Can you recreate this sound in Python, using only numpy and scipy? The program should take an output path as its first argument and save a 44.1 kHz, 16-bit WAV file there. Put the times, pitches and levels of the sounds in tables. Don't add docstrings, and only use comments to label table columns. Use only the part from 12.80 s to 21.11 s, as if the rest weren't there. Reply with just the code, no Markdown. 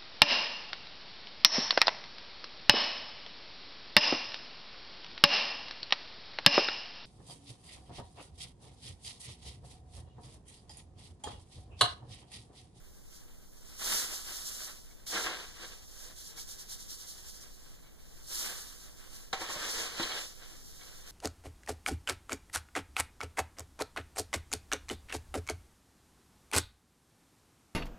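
import sys
import numpy as np
from scipy import signal
from scipy.fft import rfft, irfft, next_fast_len
from scipy.io import wavfile

SR = 44100
rng = np.random.default_rng(int(sys.argv[2]) if len(sys.argv) > 2 else 0)


def unload_audio(sound):
    columns = np.transpose(np.atleast_2d(sound))
    steps = np.round(np.clip(columns, -1, 1) * 32767)
    wavfile.write(sys.argv[1], SR, steps.astype(np.int16))


N = 366471
SIZE = next_fast_len(N + SR // 2, True)
HZ = np.maximum(np.arange(SIZE // 2 + 1) * SR / SIZE, 1)

# t/s, grit level/dB, weight on basin or bag level/dB
TRICKLE = [(0.0, -71, -66), (0.25, -66, -69), (0.35, -58.5, -65.5), (0.49, -73, -68.5), (0.74, -66.5, -70),
           (0.9, -58.5, -62.5), (2.05, -62.5, -66.5), (2.24, -70, -69), (3.05, -62.5, -69.5),
           (3.24, -51.5, -59), (3.33, -60.5, -64.5), (3.87, -58.5, -65), (4.2, -55, -64.5),
           (4.86, -62.5, -65.5), (5.09, -73, -68.5), (5.44, -60, -62.5), (6.04, -56, -59.5),
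           (6.15, -63.5, -68.5), (6.19, -59, -60.5), (6.23, -62, -60.5), (6.5, -73, -72),
           (7.55, -59.5, -62.5), (7.66, -60, -57), (7.87, -58, -69), (8.01, -58.5, -59.5),
           (8.22, -58.5, -61.5), (8.31, -64, -59)]
# t/s, level/dB, centre of the ringing region f/Hz, its width/octave, rise/s
KNOCKS = [(2.106, -61, 1630, 1.6, 0.0015), (2.265, -47, 3800, 0.92, 0.0011), (2.361, -25, 1580, 0.29, .014),
          (2.462, -22, 1430, 0.39, 0.0011), (2.681, -57, 3500, 1.9, 0.00091),
          (2.783, -45, 1600, 0.29, 0.0011), (2.845, -47.5, 3000, 1.7, 0.0022),
          (3.575, -49.5, 1500, 1.4, 0.0047), (6.5282, -22.5, 775, 0.31, 0.0046),
          (6.5277, -25, 4100, 0.34, 0.0025), (6.598, -35.5, 965, 1.03, 0.021),
          (6.689, -29, 960, 0.26, 0.012), (6.757, -37.5, 457, 0.62, 0.0048), (7.196, -32, 543, 1.2, 0.0017),
          (7.225, -30, 3800, 0.63, 0.0087), (7.313, -33.5, 3680, 0.57, 0.0046),
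          (8.011, -49.5, 3500, 1, 0.0022)]
# f/Hz, spectral level/dB per Hz
CRUSH_COLOUR = [(130, -32), (250, -11), (450, 2), (800, -4.5), (1200, -2.5), (1700, 1.5), (2500, -3),
                (3800, -10.5), (6000, -9), (8000, -16.5), (15000, -31)]


def from_db(db):
    return 10 ** (np.asarray(db) / 20)


def rms_one(x):
    return x / np.sqrt(np.mean(x ** 2) + 1e-20)


def in_time(rows):
    s, *columns = np.transpose(rows)
    return [np.interp(np.arange(N) / SR, s, column) for column in columns]


def over_hz(rows):
    hz, *columns = np.transpose(rows)
    return [np.interp(np.log(HZ), np.log(hz), column) for column in columns]


def filtered(x, response):
    return irfft(rfft(x, SIZE) * response, SIZE)[..., :N]


def coloured(x, spectrum):
    skirt = np.minimum(HZ / spectrum[0][0], 1) ** 2
    return rms_one(filtered(x, skirt * from_db(over_hz(spectrum)[0])))


def together(*levels):
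    return np.sqrt(sum(level ** 2 for level in levels))


def drift(rate_hz):
    step = 40
    pole = np.exp(-2 * np.pi * rate_hz * step / SR)
    noise = rng.standard_normal(N // step + 2002)
    slow = signal.lfilter([1], [1, -2 * pole, pole * pole], noise)[2000:]
    return np.interp(np.arange(N) / step, np.arange(len(slow)), rms_one(slow))


def hush():
    # f/Hz, spectral level/dB per Hz
    hush_colour = [(6, -4), (20, 0.5), (36, -7.5), (45, -12), (58, -8.5), (80, -18), (130, -19), (200, -22),
                   (400, -23.5), (800, -33), (2000, -48.5), (3800, -51), (6000, -38), (9000, -41),
                   (15000, -39.5)]
    return from_db(-52) * coloured(rng.standard_normal((2, N)), hush_colour)


def grains(per_s, spread_db, clump_db):
    heights_db = spread_db * np.minimum(rng.exponential(1, N), 5)
    sizes = from_db(heights_db) * rng.choice([-1, 1], (3, N))
    struck = rng.random(N) < per_s / SR
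    return sizes * struck * from_db(clump_db * drift(13))


def grit():
    # f/Hz, spectral level/dB per Hz
    grit_colour = [(1200, -20), (2200, -21.5), (3200, -3), (4500, -0.5), (5300, 4), (6300, 0.5), (7300, -3),
                   (8500, -5.5), (10500, -7), (13000, -7.5), (15000, -13)]
    dust_above_hz = 8790
    trickle_dust_db, surge_dust_db, pour_dust_db, dig_dust_db = -3.5, -4, -2, -8

    trickle, surging = from_db(in_time(TRICKLE)[0]), surges()
    poured, dug = pours()[0], digs()[0]
    coarse_level = together(trickle + surging, poured, dug)
    airy_dust = from_db(trickle_dust_db) * trickle + from_db(surge_dust_db) * surging
    dust_level = together(airy_dust, from_db(pour_dust_db) * poured, from_db(dig_dust_db) * dug)

    patter = coloured(grains(16000, spread_db=1.0, clump_db=1.24), grit_colour)
    dust = signal.sosfilt(signal.butter(4, dust_above_hz, "high", fs=SR, output="sos"), patter)
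    coarse = signal.sosfilt(signal.butter(4, dust_above_hz, fs=SR, output="sos"), patter)
    return coarse_level * rms_one(coarse) + dust_level * rms_one(dust)


def rake():
    # t/s, share over the bag (1 bag, 0 basin)
    over_bag = [(0, 1), (2.0, 1), (2.2, 0), (5.2, 0), (5.4, 1), (6.3, 1), (6.45, 0), (8.31, 0)]
    # f/Hz, spectral level/dB per Hz
    bag_colour = [(200, -6.5), (400, 0), (900, -5), (1500, 1.5), (2200, -0.5), (4000, -18.5), (8000, -7),
                  (15000, -14.5)]
    surge_weight_db, ring_db = -20, -11.5
    trickle_rasp_db, pour_rasp_db = -5.5, -3.5
    rasp_hz, rasp_width_hz = 3640, 2180

    light = from_db(in_time(TRICKLE)[1]) + from_db(surge_weight_db) * surges()
    poured = pours()[1]
    pressure, scrape = digs()[1:]
    level = together(light, poured, pressure)
    edge_level = together(from_db(trickle_rasp_db) * light, from_db(pour_rasp_db) * poured, scrape)

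    bag = in_time(over_bag)[0]
    crushed = grains(5000, spread_db=0.5, clump_db=2.15)
    band = [rasp_hz - rasp_width_hz / 2, rasp_hz + rasp_width_hz / 2]
    rasp = rms_one(signal.sosfilt(signal.butter(2, band, "band", fs=SR, output="sos"), crushed))
    body = (1 - bag) * coloured(crushed, CRUSH_COLOUR) + bag * coloured(crushed, bag_colour)
    ringing = rms_one(basin(lambda hz: crushed[0] * from_db(4.5 * drift(8))))
    hum = from_db(ring_db) * level * (1 - bag) * ringing
    return level * body + edge_level * rasp, hum


def pours():
    # t/s, rise/s, hold/s, grit level/dB, weight level/dB
    slides = [(0.96, 0.1, 0.044, -38, -42.5), (1.068, 0.075, 0.0085, -35, -38),
              (1.287, 0.052, .01, -44.5, -51), (1.411, 0.073, 0.35, -47.5, -52.5),
              (5.432, 0.13, 0.022, -43, -48), (5.577, 0.055, 0.018, -43.5, -45),
              (5.7, 0.062, 0.035, -49.5, -57.5), (6.235, .12, .02, -56, -59)]
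    grit_fall_db_per_s, weight_fall_db_per_s = 90, 76
    t, grit_power, weight_power = np.arange(N) / SR, 0, 0
    for s, rise_s, hold_s, grit_db, weight_db in slides:
        swell = np.sin(np.pi / 2 * np.clip((t - s) / rise_s, 0, 1)) ** 2
        after_s = np.clip(t - s - rise_s - hold_s, 0, 1)
        grit_level = swell * from_db(grit_db - grit_fall_db_per_s * after_s)
        weight_level = swell * from_db(weight_db - weight_fall_db_per_s * after_s)
        grit_power = grit_power + grit_level ** 2
        weight_power = weight_power + weight_level ** 2
    return np.sqrt(grit_power), np.sqrt(weight_power)


def surges():
    # t/s, peak level/dB, length/s
    bursts = [(1.47, -55, 0.048), (1.55, -51, .05), (1.642, -44, 0.062), (1.732, -48, .06),
              (1.82, -51, 0.065), (2.259, -44, 0.06), (3.353, -56.5, 0.1), (3.435, -55, 0.1),
              (3.555, -50, .085), (3.668, -49.5, 0.085), (3.778, -52.5, 0.061), (3.885, -49.5, 0.077),
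              (3.982, -54.5, 0.059), (4.08, -51.5, 0.081), (4.18, -57, 0.065), (4.267, -50.5, 0.071),
              (4.368, -59, 0.054), (4.454, -58, 0.08), (4.535, -59, 0.072), (4.603, -58.5, 0.052),
              (6.34, -56, .04), (8.262, -54, 0.082)]
    peak_share = 0.38
    out, t = np.zeros(N), np.arange(N) / SR
    for s, peak_db, length_s in bursts:
        span = slice(round(s * SR), round((s + length_s) * SR))
        phase = np.interp(t[span] - s, [0, peak_share * length_s, length_s], [0, np.pi / 2, np.pi])
        out[span] += from_db(peak_db) * np.sin(phase)
    return out


def basin(force_on):
    # f/Hz, level/dB, 60 dB decay time/s
    modes = [(337, 8.5, 0.12), (455, 4, 0.27), (564, 2.5, 0.17), (772, 1, 0.052), (922, -3.5, 0.1),
             (1090, -9, 0.14), (1397, -6, 0.089), (1521, -28, 0.021), (1640, 1, 0.042), (2010, -4, 0.075),
             (2244, 8.5, 0.073), (3270, 8.5, 0.023), (3700, 4.5, 0.021), (4040, 0, 0.079),
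             (4570, -3, 0.022)]
    out = 0
    for hz, level_db, t60_s in modes:
        radius = from_db(-60 / (t60_s * SR))
        angle = 2 * np.pi * hz / SR
        push = from_db(level_db) * force_on(hz) + 1e-18
        recursion = [1, -2 * radius * np.cos(angle), radius * radius]
        out = out + signal.lfilter([0, np.sin(angle)], recursion, push)
    return out


def strokes(decay_s, gains):
    out, t = np.zeros(N + SR), np.arange(SR // 5) / SR
    for (s, level_db, hz, octaves, rise_s), gain in zip(KNOCKS, gains):
        shape = np.minimum(t / rise_s, np.exp(-(t - rise_s) / decay_s))
        out[round(s * SR):][:len(t)] += gain * from_db(level_db) * shape
    return out[:N]


def knocks():
    crack_s, crack_db = 0.0005, -2
    crunch_t60_s, crunch_db = 0.13, -14.5
    scuff_s, ring_db = 0.0067, -29.5
    region_hz, octaves, rise_s = np.transpose(KNOCKS)[2:]
    suddenness = crack_s / (crack_s + rise_s)
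    crack = from_db(crack_db) * strokes(crack_s, suddenness)
    crush = from_db(crunch_db) * strokes(crunch_t60_s / np.log(1000), np.ones(len(KNOCKS)))
    crunch = (crack + crush) * coloured(rng.standard_normal((3, N)), CRUSH_COLOUR)
    rough = rng.choice([-1, 1], N)

    def scuff(hz):
        nearness = np.exp(-(np.log2(hz / region_hz) / octaves) ** 2)
        return rough * strokes(scuff_s, nearness)
    return crunch, from_db(ring_db) * basin(scuff)


def digs():
    # t/s, level of grit thrown up/dB, pressure on the bottom level/dB
    dig_curves = [
        [(2.27, -71, -66), (2.31, -42, -50), (2.35, -40.5, -35), (2.43, -40.5, -38.5), (2.48, -50, -38),
         (2.53, -49, -43), (2.74, -58.5, -58.5), (2.83, -50.5, -49), (3.05, -65, -68)],
        [(6.55, -75, -66), (6.57, -58, -43.5), (6.62, -43.5, -40.5), (6.66, -53, -44), (6.71, -44.5, -42),
         (6.8, -47, -41), (6.91, -42.5, -42.5), (7.0, -39.5, -38), (7.1, -50, -44.5), (7.16, -48, -43.5),
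         (7.22, -44, -37.5), (7.28, -46, -40.5), (7.34, -46, -40), (7.42, -45, -46.5), (7.53, -61, -67.5)],
    ]
    rasp_start_db = -9
    rasp_growth_db_per_s = 7
    t, out = np.arange(N) / SR, 0
    for rows in dig_curves:
        grit_db, pressure_db = in_time(rows)
        start, end = rows[0][0], rows[-1][0]
        into_dig_s = np.clip(t - start, 0, end - start)
        rasp_db = pressure_db + rasp_start_db + rasp_growth_db_per_s * into_dig_s
        active = (t >= start) & (t < end)
        out = out + active * from_db([grit_db, pressure_db, rasp_db])
    return out


def at_ports(spread, ring):
    # f/Hz, share of power alike at both (0-1)
    alike = [(150, .85), (700, .8), (1200, .5), (2000, .05), (8000, .03)]
    room_t60_s, room_db = 0.25, -7
    share = np.clip(over_hz(alike)[0], 0, 1)
    t = np.arange(SR // 2) / SR
    tail = rng.standard_normal((3, len(t))) * from_db(-60 * t / room_t60_s)
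    unit_tail = tail / np.sqrt(np.sum(tail ** 2, axis=1, keepdims=True))
    room = from_db(room_db) * rfft(unit_tail, SIZE)
    parts = filtered(spread, (1 + room) * np.sqrt([share, 1 - share, 1 - share]))
    ring_room = np.sqrt(share) * room[0] + np.sqrt(1 - share) * room[1:]
    return parts[0] + parts[1:] + filtered(ring, 1 + ring_room)


def scene():
    crushed, hum = rake()
    crunch, ring = knocks()
    return at_ports(grit() + crushed + crunch, hum + ring) + hush()


def record(dry):
    # f/Hz, cross-feed into left (0-1), into right (0-1), shortening of left delay/ms, left minus right level/dB
    cross = [(30, .12, .12, 0, -1), (60, .3, .3, 0, 0), (200, .15, .15, 0, 0), (900, 1, 1, 0, 0),
             (4300, 1, 1, 0, 0), (5300, .6, .3, .01, -1), (7000, .7, .15, .018, -3),
             (9500, .6, .12, .022, -4), (11000, .3, .08, .022, -3), (13000, .3, .05, .022, 0),
             (15000, .2, .05, .022, 1)]
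    delay_ms, cutoff_hz = 0.375, 15400
    to_left, to_right, shorter_ms, balance_db = over_hz(cross)
    a, b = rfft(dry, SIZE)
    delayed_b = b * np.exp(-2j * np.pi * HZ * (delay_ms - shorter_ms) / 1000)
    delayed_a = a * np.exp(-2j * np.pi * HZ * delay_ms / 1000)
    left = a - np.clip(to_left, 0, 1) * delayed_b
    right = b - np.clip(to_right, 0, 1) * delayed_a
    left = left * from_db(balance_db / 2) / np.sqrt(1 + to_left ** 2)
    right = right * from_db(-balance_db / 2) / np.sqrt(1 + to_right ** 2)
    pair = irfft(np.array([left, right]), SIZE)[:, :N]
    low_pass = signal.ellip(12, .5, 70, cutoff_hz, fs=SR, output="sos")
    return signal.sosfilt(low_pass, pair)


dry = scene()
out = record(dry)
unload_audio(out)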